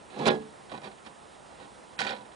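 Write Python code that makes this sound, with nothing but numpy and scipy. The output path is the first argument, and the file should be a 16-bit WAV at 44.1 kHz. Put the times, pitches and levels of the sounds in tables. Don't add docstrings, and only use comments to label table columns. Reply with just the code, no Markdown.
import sys
import numpy as np
from scipy import signal
from scipy.fft import rfft, irfft, next_fast_len
from scipy.io import wavfile

SR = 44100
rng = np.random.default_rng(int(sys.argv[2]) if len(sys.argv) > 2 else 0)


def store_pcm(level_fs):
    pcm = np.round(np.clip(level_fs, -1, 1) * 32767).astype(np.int16)
    wavfile.write(sys.argv[1], SR, np.atleast_2d(pcm).T)


def nominal_scale(level):
    x = np.asarray(level, float) / 20
    return 10 ** x


N = 103635


def rms_one(x):
    return x / np.sqrt(np.mean(x ** 2) + 1e-20)


def at_hz(points, hz):
    curve_hz, value = np.transpose(points)
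    return np.interp(np.log(hz), np.log(curve_hz), value)


def band(x, low_hz, high_hz, order=2):
    return signal.sosfilt(signal.butter(order, [low_hz, high_hz], "band", fs=SR, output="sos"), x)


def high_pass(x, hz, order):
    return signal.sosfilt(signal.butter(order, hz, "high", fs=SR, output="sos"), x)


def cut_top(x, hz):
    return signal.sosfilt(signal.ellip(12, .5, 70, hz, fs=SR, output="sos"), x)


def drift(rate_hz):
    r = np.exp(-80 * np.pi * rate_hz / SR)
    slow = signal.lfilter([1], [1, -2 * r, r * r], rng.standard_normal(N // 40 + 2002))[2000:]
    return np.interp(np.arange(N) / 40, np.arange(len(slow)), rms_one(slow))


def ring(clicks, hz, t60_s):
    r = nominal_scale(-60 / (max(t60_s, .005) * SR))
    w = 2 * np.pi * hz / SR
    return signal.lfilter([0, np.sin(w)], [1, -2 * r * np.cos(w), r * r], clicks + 1e-18)


def chatter(per_s):
    spread_db = 3.2
    sizes = nominal_scale(spread_db * np.minimum(rng.exponential(1, N), 4)) * rng.choice([-1, 1], N)
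    return rms_one(sizes * (rng.random(N) < per_s / SR))


def touches(rows, clicks):
    strike, release_s, touch_db = 15.4, 0.0035, -21
    t = np.arange(N) / SR
    out = np.zeros((3, N))
    for start_s, level_db, boom_db, top_db, length_s in rows:
        fade = np.exp(-np.maximum(t - start_s - length_s, 0) / release_s)
        shape = clicks * (t >= start_s) * fade
        shape[int(start_s * SR)] = strike
        out += shape * nominal_scale(level_db + touch_db + np.array([[boom_db], [0], [top_db]]))
    return out


def door_force(clicks):
    # start_s, force_db, brightness_db
    scrape = [
        (0.099, -52.5, 6),
        (0.159, -38, -6),
        (0.194, -29.5, -8.5),
        (.25, -29.5, -3.5),
        (0.258, -26, 3.5),
        (0.274, -21.5, 2),
        (0.284, -24, 1),
        (0.293, -40, -9),
    ]
    # start_s, level_db, boom_db, top_end_db, chatter_length_s
    bounces = [(0.1876, -38, 6.5, 8.5, 0.012), (0.2554, -19, -4, -6, 0.0037),
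               (0.2645, -21.5, 11, -7, 0.0015), (0.2690, -17.5, -8, 7, 0.012),
               (.2815, -13.5, 0, -11, 0.0044), (0.2887, -17, -1.5, -15, 0.014),
               (.2990, -27, -2, 6.5, 0.0046), (0.3058, -23, 0, -4, 0.0099), (0.3145, -27.5, 4.5, 0, 0.012),
               (0.3295, -32.5, 1.5, 1, 0.005), (.3375, -35.5, 10, 2, 0.0088), (0.35, -34.5, 6, -2, 0.013),
               (0.3677, -43, 11, -1, 0.01), (.393, -46.5, 4.5, 0, 0.0094), (0.4084, -44, 5, 2, 0.016)]
    slam_db = -14.5
    t = np.arange(N) / SR
    s, force_db, bright_db = np.transpose(scrape)
    low_db = np.interp(t, s, force_db, left=-99, right=-99) + slam_db
    rub = nominal_scale(low_db + np.interp(t, s, bright_db) * [[0], [1], [1]]) * clicks
    return rub + touches(bounces, clicks)


def finger_force(clicks):
    # start_s, level_db, boom_db, top_end_db, chatter_length_s
    knocks = [(0.6958, -37.5, -8, 0, 0.015), (0.7165, -33, 4.5, 0, 0.0031), (.7225, -34, 5.5, 0, 0.0043),
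              (0.7379, -35, 6, 0, 0.014), (0.758, -38, -4, 0, 0.01), (.7765, -35.5, 4.5, 0.34, 0.0036),
              (.817, -39.5, -3, 0.24, 0.0064), (0.8338, -34, 3, 2.4, 0.0046),
              (0.8425, -30.5, -2, 1.1, 0.017), (.8595, -42, 6, 0.36, 0.009), (0.8715, -36, 1, 0.17, 0.0063),
              (.8795, -43, 3.5, 0, 0.0052), (0.9154, -38.5, -23, 0, 0.0034), (0.9827, -43, -11, 0, 0.004),
              (1.0498, -42, -21, 0.24, 0.012), (1.063, -34, -3, 3, 0.01), (1.0844, -48.5, 2, 0.28, 0.015),
              (1.503, -51, 5, 0, 0.028), (1.6003, -42.5, 0.5, 0.17, 0.028), (1.629, -45, -13, 0, 0.022)]
    # time_s, level_db
    fumble = [
        (0, -58),
        (.55, -62.5),
        (.95, -52.5),
        (1.15, -65),
        (1.4, -95),
        (1.6, -54),
        (1.75, -67),
        (2.2, -53),
        (2.35, -76),
    ]
    fumble_db, boom_db = -21, 8
    level_db = np.interp(np.arange(N) / SR, *np.transpose(fumble)) + fumble_db + 3 * drift(24.0)
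    brushing = nominal_scale(np.array([level_db + boom_db, level_db, level_db])) * chatter(260)
    return touches(knocks, clicks) + brushing


def lock_force(clicks):
    # start_s, level_db, boom_db, top_end_db, chatter_length_s
    snaps = [(1.980, -33, -18, -6, 0.0056), (1.9898, -17, -12.5, 2, 0.0024),
             (1.9973, -18.5, -11, 2, 0.0043), (2.0035, -23, -1, 12, 0.0062),
             (2.0152, -16.5, -14.5, 2.5, 0.0029), (2.0235, -25.5, -9.5, 0, 0.005),
             (2.0362, -25.5, -10, 4, 0.016), (2.0493, -29, 3, -2, 0.004), (2.0666, -19, -9, -1.5, 0.0052),
             (2.0712, -31, -7, 0, 0.0021), (2.0810, -25.5, -9.5, 0, 0.006), (2.0926, -22, -10, -1, 0.0046),
             (2.1003, -29.5, -2, 5, 0.0068), (2.1065, -27, -7.5, -3, 0.0087),
             (2.1174, -28.5, -3, -6, 0.015), (2.136, -32, -4, -9, 0.0031),
             (2.149, -32.5, -6.5, -12, 0.0065), (2.164, -37.5, -5.5, -2, 0.0092),
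             (2.1852, -41, 1, -12, 0.0041), (2.2094, -43.5, 2, -11, 0.013), (2.2514, -46, -2, -3, 0.0071),
             (2.3186, -42, -21, -10, 0.007)]
    return touches(snaps, clicks)


def letterbox(force, part, feel, start_s, end_s):
    # pitch_hz, level_db, t60_s
    panels = [(150, -10.5, 0.74), (207.8, -0.5, 0.43), (228.2, -0.5, 0.41), (294.7, -7.5, 0.51),
              (374.7, 2, 0.35), (436, -4.5, 0.54), (500.6, 2, 0.26), (553, -8, 0.35), (653, -18, 0.069),
              (742, -5.5, 0.063), (814, -8, 0.12), (930, -12.5, 0.14), (976, -12.5, 0.09),
              (1074, -7.5, 0.11)]
    # pitch_hz, level_db
    sheet_level = [(250, 2.5), (600, 0.5), (820, 5.5), (1400, -9), (2500, -10), (4000, -6.5), (6000, -22),
                   (10000, -28)]
    # pitch_hz, t60_s
    sheet_decay = [(120, 0.17), (500, 0.14), (1000, 0.11), (1500, 0.14), (4000, 0.05), (10000, 0.066)]
    panels_db, part_db, sheet_db, crack_db = -3, -9.5, -4, -6
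    luck_db = 4.0
    deep_db, top_db, panel_damping, edge_damping, small_db = feel
    i, j = int(start_s * SR), int(end_s * SR)

    modes = [(hz, db + panels_db, t60) for hz, db, t60 in panels]
    modes += [(hz, db + part_db, t60) for hz, db, t60 in part]
    for hz in np.linspace(12, 99, num=80) ** 2 * rng.uniform(.98, 1.02, 80):
        level_db = sheet_db + small_db * (hz < 1250) + at_hz(sheet_level, hz)
        modes.append((hz, level_db, at_hz(sheet_decay, hz)))

    luck = nominal_scale(luck_db * rng.standard_normal((2, 2 * N)) - 2.0)
    luck = luck * rng.choice([-1, 1], (2, 2 * N))
    out = np.zeros((2, N))
    for k, (hz, db, t60_s) in enumerate(modes):
        db = db + deep_db * (hz < 440) + top_db * (hz > 4500)
        row = int(hz > 1250) + int(hz > 4500)
        damping = edge_damping if hz > 1250 else panel_damping
        shift = 900 * k
        struck = force[row, i:j] * luck[:, shift + i:shift + j]
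        out[:, i:j] += nominal_scale(db) * ring(struck, hz, t60_s * damping)
    crack = nominal_scale(crack_db + top_db) * band(force[2], 2000, 8800)
    return high_pass(out / 10 + crack, 121, 4)


def ports(shared, loose):
    # pitch_hz, level_db
    port_level = [(60, -6.5), (140, 0), (330, -3.5), (780, -6.5), (1840, -9.5), (4330, -12), (10200, -8)]
    # pitch_hz, phase_rad
    port_phase = [(60, 0), (430, -1.0), (1120, -1.6), (2300, -2.8), (2900, -.4), (3300, 0)]
    # pitch_hz, share
    port_loose = [(100, .05), (500, .12), (1500, .55), (2800, .5), (4500, .1), (10000, .04)]
    size = next_fast_len(N + 4096)
    hz = np.maximum(np.arange(size // 2 + 1) * SR / size, 10)
    half = nominal_scale(at_hz(port_level, hz) / 2)
    apart = np.clip(at_hz(port_loose, hz), 0, 1)
    a, b = rfft(shared, size), rfft(loose, size)
    mixed = np.sqrt(1 - apart) * a + np.sqrt(apart) * b
    left = half * np.exp(1j * at_hz(port_phase, hz)) * mixed
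    return np.array([irfft(left, size)[:N], irfft(a / half, size)[:N]])


def puff():
    start_s, level_db, swing_hz = .268, -30, 50
    swings = (np.arange(N) / SR - start_s) * swing_hz
    envelope = (swings > 0) * swings * np.exp(-3 * np.clip(swings, 0, 50))
    return nominal_scale(level_db) * np.sin(2 * np.pi * swings) * envelope


def woods():
    # pitch_hz, level_db_per_hz
    air_level = [(25, -26), (64, -1), (90, -10), (200, -3), (800, -0.5), (2200, -16), (4000, -17.5),
                 (6000, -26.5)]
    # pitch_hz, correlation
    air_likeness = [(60, 0.011), (120, 0.93), (260, -0.14), (540, 0.079), (1130, -0.24), (2350, 0.83),
                    (4900, 1), (10200, 0.97)]
    # pitch_hz, balance_db
    air_balance = [(60, 3.5), (170, 10), (470, -4.5), (1310, -6.5), (3650, -2.5), (10200, -2)]
    air_db, hum_db, hum_hz, hum_width_hz = -52.5, -80.5, 61.7, 5
    edges = 22 * 2 ** np.arange(0, 9.1, .5)
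    together = drift(1.5)
    white = rng.standard_normal((2, 2, N + SR))
    air = 0
    for k, (low, high) in enumerate(zip(edges, edges[1:])):
        mid, side = band(white[k % 2], low, high)[:, SR:]
        hz = np.sqrt(low * high)
        alike = np.clip(at_hz(air_likeness, hz), -.99, .99)
        pan_db = at_hz(air_balance, hz) / 2
        level_db = at_hz(air_level, hz) + .4 * together + .9 * drift(10.0)
        gain = nominal_scale(level_db + np.array([[pan_db], [-pan_db]]))
        air = air + gain * (np.sqrt(1 + alike) * mid + np.sqrt(1 - alike) * side * [[1], [-1]])
    hum = ring(white[0, 0], hum_hz, np.log(1000) / np.pi / hum_width_hz)[SR:]
    return nominal_scale(air_db) * air / np.std(air.mean(axis=0)) + nominal_scale(hum_db) * rms_one(hum)


def hiss():
    return nominal_scale(-58.5) * rms_one(high_pass(rng.standard_normal(N), 7600, 3))


def scene():
    # pitch_hz, level_db, t60_s
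    door_edge = [(1410, -1, 0.13), (1676, 0, 0.25), (2320, -4, 0.14), (2560, 4, 0.034), (3210, -10, 0.079),
                 (3510, -1, 0.045), (3956, -0.5, .07), (4160, -3, 0.07), (4730, -9.5, 0.08),
                 (5120, -4, 0.059), (5300, -13, 0.1), (5990, -5.5, 0.05), (7220, -9, 0.049),
                 (9050, -6, 0.029)]
    # pitch_hz, level_db, t60_s
    lock_plate = [(520, -5.5, 0.13), (787, 13, 0.15), (981, 5.5, 0.38), (1124, 7.5, 0.13), (1487, 4, 0.27),
                  (1830, 14, 0.028), (2410, 7, 0.058), (3290, 4.5, 0.06), (3580, -3, 0.081),
                  (3935, 1, 0.082), (4590, -3, 0.15), (5080, -8.5, 0.055), (5330, -1.5, 0.063),
                  (7150, -12.5, 0.079)]
    # lowest_panels_db, top_end_db, ringing time left by the hand (panels_share, edge_share), small_modes_db
    door_feel = (-1.5, -3.5, 0.83, 0.79, -4)
    knock_feel = (-3, -3.7, 0.35, 0.58, -1.4)
    click_feel = (-8, -3, 0.76, 0.76, -2)
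    clicks = chatter(3000)
    box = letterbox(door_force(clicks), door_edge, door_feel, 0, 1)
    box += letterbox(finger_force(clicks), lock_plate, knock_feel, 0, 2.35)
    box += letterbox(lock_force(clicks), lock_plate, click_feel, 1.9, 2.35)
    return ports(*box) + puff() + cut_top(woods() + hiss(), 9990)


def treble_dropouts(x):
    # start_s, length_s, low_hz, high_hz, share_lost
    dropouts = [
        (.288, .018, 5650, 10400, .97),
        (1.964, .022, 3400, 7000, .75),
        (.298, .03, 2650, 2950, .8),
        (.31, .04, 4350, 4650, .7),
        (.31, .035, 5550, 5900, .8),
    ]
    t = np.arange(N) / SR
    for start_s, length_s, low_hz, high_hz, lost in dropouts:
        gate = np.clip(np.minimum(t - start_s, start_s + length_s - t) / .003, 0, 1)
        sos = signal.butter(4, [low_hz, high_hz], "band", fs=SR, output="sos")
        x = x - lost * gate * signal.sosfiltfilt(sos, x)
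    return x


def roll_off(x):
    return signal.sosfilt(signal.butter(12, 10800, fs=SR, output="sos"), x)


def record(dry):
    mix = treble_dropouts(cut_top(dry, 10120))
    return roll_off(mix)


dry = scene()
out = record(dry)
store_pcm(out)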